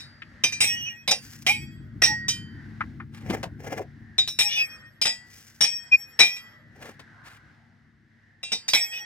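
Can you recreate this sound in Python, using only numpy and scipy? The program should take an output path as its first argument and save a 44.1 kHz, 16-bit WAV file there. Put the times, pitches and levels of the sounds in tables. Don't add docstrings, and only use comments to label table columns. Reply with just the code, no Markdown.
import sys
import numpy as np
from scipy import signal
from scipy.fft import rfft, irfft, next_fast_len
from scipy.io import wavfile
from scipy.ndimage import uniform_filter1d

SR = 44100
rng = np.random.default_rng(int(sys.argv[2]) if len(sys.argv) > 2 else 0)


def unload_wav(signal):
    wavfile.write(
        sys.argv[1],
        SR,
        np.round(np.clip(np.atleast_2d(signal).T, -1, 1) * 32767).astype(np.int16),
    )


N = 399085
TIME = np.arange(N) / SR
TOP_HZ = 16300


def undb(db):
    return 10 ** (np.asarray(db) / 20)


def unit(x):
    return x / np.sqrt(np.mean(x ** 2) + 1e-20)


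def add(out, start_s, x):
    i = max(int(start_s * SR), 0)
    out[:, i:i + x.shape[1]] += x[:, :N - i]


def walk(rate_hz, size):
    hold = max(int(SR / rate_hz), 1)
    steps = np.repeat(rng.standard_normal(size // hold + 2), hold)
    return 1.2 * uniform_filter1d(uniform_filter1d(steps, hold), hold)[:size]


def swell(peak_s, rise_s, fall_s):
    return np.exp(-((TIME - peak_s) / np.where(TIME < peak_s, rise_s, fall_s)) ** 2)


def freqs(size):
    return np.maximum(np.arange(size // 2 + 1) * SR / size, 1)


def contour(eq, hz):
    points_hz, db = np.transpose(eq)
    return np.interp(np.log(hz), np.log(points_hz), db)


def colour(x, eq):
    size = next_fast_len(x.shape[-1])
    return unit(irfft(rfft(x, size) * undb(contour(eq, freqs(size))), size)[..., :x.shape[-1]])


def near(hz, centres_hz, width):
    return np.exp(-(np.log(np.divide.outer(hz, centres_hz)) / width) ** 2).max(axis=1)


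def grains(size, spread_db):
    return unit(rng.standard_normal(size) * undb(spread_db * np.minimum(rng.exponential(size=size), 7)))


def mic_lead(hz, peak_rad=0.91, peak_hz=3807):
    return 2 * peak_rad * hz * peak_hz / (hz ** 2 + peak_hz ** 2)


def stereo(x, pan_db, diffuse=.3):
    size = next_fast_len(len(x) + 512)
    scatter = rng.standard_normal((2, 256)) * np.hanning(256)
    scatter /= np.linalg.norm(scatter, axis=1, keepdims=True)
    direct = np.exp(1j * mic_lead(freqs(size)) * np.array([[1], [-1]]))
    pair = irfft(rfft(x, size) * (direct + diffuse * rfft(scatter, size)), size)[:, :len(x)]
    return pair * undb(np.array([[pan_db], [-pan_db]]) / 2)


# pitch_hz, over_rumble_db
HUM_TONES = [(103.6, -4), (139, -5), (226, -6.5)]
# freq_hz, gain_db
RUMBLE_EQ = [(25, -45.5), (55, 0), (140, 3.5), (310, -5.5), (420, -21), (700, -57)]
# time_s, level_db
HUM_FADER = [(0.0, -59), (0.73, -48), (0.98, -58.5), (1.61, -44), (3.55, -42.5), (4.61, -58.5), (6.32, -64),
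             (6.81, -55.5), (9.05, -69.5)]
def low_hum():
    tones = 0
    for hz, db in HUM_TONES:
        gain = undb(db + 1.3 * walk(11, N)) * np.sqrt(2)
        pitch_hz = hz * (1 + 0.01776 * walk(9.1, N))
        tones += gain * np.sin(2 * np.pi * np.cumsum(pitch_hz) / SR)
    rumble = colour(rng.standard_normal(N), RUMBLE_EQ) * undb(2 * walk(23, N))
    return stereo(rumble + tones, pan_db=2, diffuse=.2) * undb(np.interp(TIME, *np.transpose(HUM_FADER)))


# freq_hz, gain_db
HISS_EQ = [(1200, -10), (1600, 1), (2000, 0), (2400, -14.5), (5500, -21.5), (7000, -30), (16000, -47.5)]
# time_s, level_db
HISS_FADER = [(0, -56.5), (1.396, -62.5), (2.699, -58), (4.001, -60.5), (7.5, -58.5), (7.95, -70.5),
              (8.35, -63), (9.05, -54)]
def background_hiss():
    hiss = colour(rng.standard_normal(N) + rng.standard_normal((2, N)), HISS_EQ)
    for hz in np.geomspace(350, 1800, 10):
        band = signal.lfilter(*signal.iirpeak(hz, 10, fs=SR), hiss)
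        hiss += band * (undb(5 * walk(4.5, N)) - 1)
    return hiss * undb(np.interp(TIME, *np.transpose(HISS_FADER)) + 2.1 * walk(7.9, N))


def yard_echo(x, t60_s=0.12, wet_db=-31):
    echo = rng.standard_normal((2, SR // 2)) * np.exp(-np.log(1000) * TIME[:SR // 2] / t60_s)
    echo /= np.linalg.norm(echo, axis=1, keepdims=True)
    return x + undb(wet_db) * signal.fftconvolve(x, echo, axes=1)[:, :N]


# peak_s, length_s, level_db, pitch_hz, glide_octaves (each side of the peak)
HOLLOW_NOTES = [(1.499, 0.0446, -27, 800, 0.22), (2.113, 0.06, -31, 857, 0.02)]
def hollow_notes(pitch_blur=0.022):
    out = np.zeros(N)
    for s, length_s, db, hz, octaves in HOLLOW_NOTES:
        glide = 2 ** (octaves * np.clip((TIME - s) / length_s, -1, 1))
        phase = 2 * np.pi * np.cumsum(hz * glide * (1 + pitch_blur * walk(150, N))) / SR
        out += undb(db) * swell(s, length_s / 2, length_s / 2) * np.sin(phase)
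    return stereo(out, pan_db=2)


# peak_s, level_db
POURS = [(1.271, -50.5), (5.36, -52)]
# peak_s, rise_s, level_db
DIGS = [(3.349, 0.074, -34.5), (3.653, 0.041, -45.5), (3.766, 0.092, -35), (6.87, 0.085, -46)]
# peak_s, level_db
SCUFFS = [(3.15, -52.5), (6.834, -45.5), (7.268, -48)]
# freq_hz, gain_db
LUMP_EQ = [(100, -24), (230, 3.5), (760, 2.5), (1150, -11.5), (2000, -3), (3200, -17), (6000, -50)]
GRIT_EQ = [(1000, -13.5), (2300, -4), (4200, -9), (5500, 1), (8500, -11), (10000, -13), (15000, -13)]
def coal_and_scuffs(deep_dig_db=-30.5, deep_grit_db=-45.5, scuff_hz=1540):
    lump_gain = 0
    grit_gain = sum(undb(db) * swell(s, rise_s=0.081, fall_s=0.2) for s, db in POURS)
    for s, rise_s, db in DIGS:
        push = swell(s, rise_s, 0.55 * rise_s)
        lump_gain += undb(db) * push
        grit_gain += undb(deep_grit_db + 0.73 * (db - deep_dig_db)) * push
    lumps = colour(grains(N, 3.5), LUMP_EQ) * lump_gain
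    grit = colour(grains(N, 3.5), GRIT_EQ) * grit_gain
    soil = unit(signal.lfilter(*signal.iirpeak(scuff_hz, 1.5, fs=SR), grains(N, 3.5)))
    tread = sum(undb(db) * swell(s, rise_s=0.022, fall_s=0.075) for s, db in SCUFFS)
    jerks = undb(4 * walk(90, N) - 1)
    return stereo((lumps + grit + soil * tread) * jerks, pan_db=1.9)


def knock(db, centre_hz, octaves, decay_s):
    size = SR // 4
    t, hz = TIME[:size], freqs(size)
    hump = 1 / (1 + (np.log2(hz / centre_hz) / octaves) ** 4)
    blow = unit(irfft(rfft(grains(size, 3.7)) * hump / np.sqrt(1 + hz / centre_hz), size))
    envelope = np.exp(-t / decay_s) * (1 - np.exp(-t / 0.0014))
    return stereo(undb(db + 2) * blow * envelope, pan_db=3)


# start_s, gain_db, centre_hz
KNOCKS = [(0.219, -33, 2110), (2.807, -21, 1460), (3.0, -33.5, 1380), (3.295, -24, 222), (3.431, -29, 606),
          (3.791, -26, 506)]
# start_s, gain_db
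BITES = [(3.298, -27), (3.429, -28.5), (6.993, -41)]
def knocks_and_bites():
    out = np.zeros((2, N))
    for s, db, hz in KNOCKS:
        add(out, s, knock(db, hz, octaves=0.64, decay_s=0.012 * (1000 / hz) ** 0.6))
    for s, db in BITES:
        add(out, s, knock(db, centre_hz=1000, octaves=2.26, decay_s=0.013))
    return out


# time_s, left_minus_right_db
IRON_PAN = [(.5, 0), (1.1, -2.5), (2, -0.5), (5.9, 4.5), (6.2, 0.5), (8.6, -1.5)]
def pan_at(s):
    return np.interp(s, *np.transpose(IRON_PAN))


def ring(force, modes, accent_hz, accent_db, pan_db, swing_db=0, swing_hz=9.5, scatter_db=2.5):
    hz, db, t60_s = map(np.array, modes)
    gains = undb(db + accent_db * near(hz, accent_hz, 0.045) + scatter_db * rng.standard_normal(len(hz)))
    gains /= np.linalg.norm(gains)
    out = np.zeros((2, SR))
    for mode_hz, gain, decay_s in zip(hz, gains, np.maximum(t60_s, .02)):
        twist, lean, pace, start = rng.standard_normal(4)
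        size = min(int(2 * decay_s * SR), SR)
        loss = np.log(1000) / (decay_s * SR)
        pole = np.exp(2j * np.pi * mode_hz / SR - loss)
        tone = signal.lfilter([1], [1, -pole], np.pad(force, (0, SR))[:size])
        if swing_db:
            rocking = np.sin(2 * np.pi * (swing_hz * 2 ** (pace / 2) * TIME[:size] + start))
            tone *= undb(swing_db * rocking)
        tone *= gain / np.sqrt(loss * np.vdot(tone, tone).real)
        skew = np.exp(1j * (mic_lead(mode_hz) + 0.3 * twist)) * undb(2 * lean + pan_db / 2)
        out[:, :size] += (tone * skew).imag, (tone / skew).imag
    return out


# pitch_hz, level_db, t60_s
LID_HZ = [840, 1892, 2215, 2395, 2525, 3283, 4968, 5610, 7370, 7930, 11950]
LID_DB = [-19, -12.5, -12.5, -8, -3.5, -11, -18, 1.5, -18.5, -15.5, -18]
LID_T60_S = [0.4, 1.56, 0.35, 0.29, 0.45, 0.8, 0.69, 0.47, 0.65, 0.61, 0.72]
# start_s, low_ratio, upper_ratio
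LID_TUNING = [(0, 1, 1), (4, .983, .983), (4.9, 1.031, .985), (5.5, .983, .983), (6.18, 1.035, .985),
              (8, 1, 1)]
def lid_ring(force, s, sustain, accent_hz, accent_db):
    low, upper = [ratios for start_s, *ratios in LID_TUNING if start_s <= s][-1]
    tuning = np.where(np.less(LID_HZ, 2000), low, upper)
    modes = tuning * LID_HZ, LID_DB, np.multiply(LID_T60_S, sustain)
    out = ring(force, modes, accent_hz, accent_db, pan_at(s), swing_db=8.5 * sustain ** 2)
    free_s = min([drop_s for drop_s, *_ in LID_DROPS if drop_s > s], default=np.inf) - s
    return out * np.exp(-np.maximum(TIME[:SR] - free_s, 0) / DROP_CHATTER_S)


def slide(length_s, hz, arch, wobble, jitter):
    size = SR // 2
    from_peak = 2 * (np.arange(size) - size / 2) / SR / length_s
    bend = -arch * np.minimum(from_peak ** 2, 2) + wobble * walk(66, size) + jitter * walk(620, size)
    envelope = 0.5 ** (np.abs(from_peak) ** 5.1)
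    return envelope, 2 * np.pi * np.cumsum(hz * (1 + bend)) / SR


LID_LOW_HZ = 1882
def rub(peak_s, length_s, envelope, accent_hz):
    force = (grains(len(envelope), 2) * envelope)[max(len(envelope) // 2 - int(length_s * SR), 0):]
    return lid_ring(force, peak_s - length_s, sustain=0.98, accent_hz=accent_hz, accent_db=7)


# peak_s, length_s, level_db, slip_rate_hz, jitter_ratio, lid_db
CREAKS = [(4.556, 0.13, -28, 583, 0.0279, -31), (8.965, 0.072, -39.5, 511, 0.0394, -37.5)]
# freq_hz, gain_db
CREAK_EQ = [(580, -19), (1150, -57), (1750, -9.5), (3300, 11), (4500, -13), (5700, 6.5), (6500, -25)]
def hook_creaks(flicker_db=3.5):
    out = np.zeros((2, N))
    for s, length_s, db, hz, jitter, lid_db in CREAKS:
        slip, phase = slide(length_s, hz, arch=0.051, wobble=0.01, jitter=jitter)
        stack = 0
        for k in range(1, 21):
            harmonic_db = contour(CREAK_EQ, k * hz) + flicker_db * walk(73.9, len(slip))
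            stack += undb(harmonic_db) * np.sin(k * phase + k * k)
        add(out, s - len(slip) / 2 / SR, stereo(undb(db) * unit(stack) * slip, pan_at(s)))
        add(out, s - length_s, undb(lid_db) * rub(s, length_s, slip, (LID_LOW_HZ,)))
    return out


# peak_s, length_s, level_db, pitch_hz,
# wobble_ratio, overtone_db, lid_db
THIN_TONES = [(0.706, 0.081, -26, 5570, 0.002, -51, -44.5), (0.81, 0.21, -34, 2917, .012, -7, -49),
              (0.876, 0.032, -34.5, 2550, 0.003, -39, -40.5), (4.61, 0.077, -21.5, 2538, 0.0035, -9.5, -33),
              (5.72, 0.15, -31.5, 5540, 0.00089, -47, -54), (5.938, 0.036, -10.5, 2464, .001, -30, -32),
              (8.828, 0.044, -28, 5455, 0.004, -45, -54), (8.956, 0.071, -36.5, 2553, 0.0091, -11, -41)]
def thin_tones(flutter_db=2):
    out = np.zeros((2, N))
    for s, length_s, db, hz, wobble, overtone_db, lid_db in THIN_TONES:
        envelope, phase = slide(length_s, hz, arch=1.6 * wobble, wobble=wobble, jitter=0.9 * wobble)
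        tone = np.sin(phase) + undb(overtone_db) * np.sin(2 * phase)
        tone *= undb(flutter_db * walk(80, len(tone)))
        add(out, s - len(tone) / 2 / SR, stereo(undb(db) * unit(tone) * envelope, pan_at(s)))
        add(out, s - length_s, undb(lid_db) * rub(s, length_s, envelope, (LID_LOW_HZ, hz)))
    return out


# pitch_hz, level_db, t60_s
ROD_HZ = [2026, 2406, 2716, 3095, 3343, 3758, 3905, 4175, 4732, 5040, 5437, 6030, 6732, 7056, 7817, 8180,
          8862]
ROD_DB = [-13, -3, -12.5, -18, -21, 3.5, 0, -8.5, -14, 3, -3, -5, -13, -8, -14.5, -7.5, -17.5]
ROD_T60_S = [0.22, 0.3, 0.4, 0.55, 0.33, .2, 0.2, 0.29, 0.86, 0.24, 0.24, 0.15, 0.4, 0.15, 0.26, 0.27,
             0.099]
def rod_ring(force, s, sustain, accent_hz, accent_db):
    modes = ROD_HZ, ROD_DB, np.multiply(ROD_T60_S, sustain)
    return ring(force, modes, accent_hz, accent_db, pan_at(s))


# freq_hz, gain_db
CLATTER_EQ = [(60, -37), (200, -5.5), (400, -11), (750, 1), (1300, -14.5), (2400, 6.5), (3800, 0),
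              (4400, -11.5), (5400, 7.5), (6700, -10.5), (8400, -6.5), (10000, -19), (16000, -29.5)]
SHIMMER_HZ = [9030, 9135, 10250, 10550, 11400, 11750, 11970, 12170, 13250, 14250, 15120, 15310]
def clatter(force, burst, pan_db, thud_db, accent_hz):
    size = len(burst)
    hz = freqs(size)
    tilt = 1 / (1 + (hz / 1300) ** 4) - hz / TOP_HZ
    eq_db = contour(CLATTER_EQ, hz) + thud_db * tilt
    eq_db += 10 * near(hz, ROD_HZ, 0.012) + 7.5 * near(hz, accent_hz, 0.1)
    spectrum = rfft(grains(size, 3.5))
    ragged_db = eq_db + 5 * walk(2000, len(hz)) - 10 * (hz / TOP_HZ) ** 2
    crunch = unit(irfft(spectrum * undb(ragged_db), size))
    out = np.zeros((2, SR))
    out[:, :size] = stereo(crunch * burst, pan_db)
    crowd_hz = rng.uniform(2092, 9050, size=60)
    shimmer_hz = np.outer(SHIMMER_HZ, 1 + 0.0052 * rng.uniform(-1, 1, size=2)).ravel()
    for modes_hz, db, t60_s in (crowd_hz, -9.5, 0.14), (shimmer_hz, -19.5 - thud_db / 4, .22):
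        decays_s = t60_s * 2 ** rng.uniform(-.5, 0.39, len(modes_hz))
        modes = modes_hz, np.interp(modes_hz, hz, eq_db), decays_s
        out += undb(db) * ring(force, modes, accent_hz, 0, pan_db)
    return out


def strike(s, levels_db, chatter_s, thud_db, accent_hz, accent_db, sustain, hooked_sustain=.7):
    clatter_db, rod_db, lid_db = levels_db
    t = TIME[:SR // 4]
    burst = np.exp(-(t / (2 * chatter_s)) ** 1.164) * (1 - np.exp(-t / 0.00068))
    force = grains(len(t), 4.3) * burst ** 2
    force[0] += 5
    rod_sustain = sustain if lid_db is None else hooked_sustain
    out = undb(rod_db) * rod_ring(force, s, rod_sustain, accent_hz, accent_db)
    if lid_db is not None:
        out += undb(lid_db) * lid_ring(force, s, sustain, accent_hz, accent_db)
    return out + undb(clatter_db) * clatter(force, burst, pan_at(s), thud_db, accent_hz)


def balance(db, trims_db, lid_bias_db):
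    return db + np.array(trims_db) + np.array([0, -1, 1]) * lid_bias_db / 2


# start_s, level_db, thud_db, accent_1_hz, accent_2_hz, sustain_ratio, clatter_over_ring_db
ROD_TAPS = [(0.0, -39, -6, 4024, 4740, 0.93, -4.5), (0.437, -16, 3.5, 2347, 6030, 0.76, -2),
            (0.523, -26, -6.5, 2350, 6030, 1, -10), (1.077, -20.5, 3.5, 4940, 3860, 0.4, 0.5),
            (1.11, -12, 11.5, 5960, 5300, 0.47, -6.5), (2.283, -18, -14, 6090, 3095, 0.8, -6),
            (4.182, -10.5, 7, 3770, 3500, 0.67, -19.5), (4.276, -26, -28, 3880, 5437, 0.98, -5),
            (5.015, -22.5, -9, 5050, 5060, 1, 4), (6.362, -36.5, -1, 2367, 2716, 0.47, -9),
            (8.43, -29.5, 11, 2716, 3343, 1, -12.5), (8.519, -20, 10.5, 3614, 5600, 0.75, -5.5),
            (8.682, -19, -10, 6030, 4732, 0.4, -5.5)]
def rod_taps(chatter_s=0.013, accent_db=17.5):
    out = np.zeros((2, N))
    for s, db, thud_db, *accent_hz, sustain, clatter_db in ROD_TAPS:
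        levels_db = db + clatter_db, db, None
        add(out, s, strike(s, levels_db, chatter_s, thud_db, accent_hz, accent_db, sustain))
    return out


# start_s, level_db, jerk_delay_s, lid_bias_db, thud_db, accent_1_hz, accent_2_hz, sustain_ratio
LID_LIFTS = [(0.605, -17.5, 0.034, -5.5, -14, 2298, 8400, 0.97),
             (1.465, -19, 0.026, 2, -5, 2400, 2240, 0.81), (4.388, -19, 0.02, -2, -14, 3790, 8630, 1),
             (5.607, -18, 0.033, 6.5, -0.5, 5630, 8900, 0.94),
             (8.734, -18, 0.014, 2.5, -3, 2313, 3910, 0.86)]
def lid_lifts():
    out = np.zeros((2, N))
    for start_s, db, delay_s, lid_bias_db, thud_db, *accent_hz, sustain in LID_LIFTS:
        catch = start_s, (0.5, 0, -2), 0.02, 16
        jerk = start_s + delay_s, (-4.5, -11, -8), 0.01, 10
        for s, trims_db, chatter_s, accent_db in catch, jerk:
            levels_db = balance(db, trims_db, lid_bias_db)
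            add(out, s, strike(s, levels_db, chatter_s, thud_db, accent_hz, accent_db, sustain))
    return out


DROP_CHATTER_S = 0.019
# start_s, level_db, flat_delay_s, lid_bias_db, thud_db, accent_1_hz, accent_2_hz, sustain_ratio
LID_DROPS = [(2.019, -15.5, 0.015, 13.3, -9, 1894, 5720, 0.45),
             (5.052, -21.5, 0.0025, 2.6, 7.5, 7500, 8800, 0.47),
             (6.191, -11.5, 0.01, 2, 0.5, 3920, 2396, 0.74)]
def lid_drops(settle_s=0.022, dust_hz=10600):
    out = np.zeros((2, N))
    dust = signal.butter(2, dust_hz, fs=SR)
    for start_s, db, delay_s, lid_bias_db, thud_db, *flat_hz, sustain in LID_DROPS:
        edge = start_s, (-6, -22.5, -0.5), thud_db, (LID_LOW_HZ,), 12.5, 0.13 * sustain
        flat = start_s + delay_s, (-5, 5.5, -6), thud_db, flat_hz, 17, sustain
        settle = start_s + delay_s + settle_s, (-20, -25, -17), 0, (LID_LOW_HZ,), 28, sustain
        for s, trims_db, bass_db, accent_hz, accent_db, ring_ratio in edge, flat, settle:
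            levels_db = balance(db, trims_db, lid_bias_db)
            hit = strike(s, levels_db, DROP_CHATTER_S, bass_db, accent_hz, accent_db, ring_ratio)
            add(out, s, signal.lfilter(*dust, hit))
    return out


def scene():
    iron = rod_taps() + lid_lifts() + lid_drops() + thin_tones() + hook_creaks()
    work = iron + knocks_and_bites() + coal_and_scuffs() + hollow_notes()
    return yard_echo(work) + low_hum() + background_hiss()


def record(dry):
    return signal.sosfilt(signal.ellip(8, .2, 70, TOP_HZ, fs=SR, output="sos"), np.clip(dry, -1, 1))


dry = scene()
out = record(dry)
unload_wav(out)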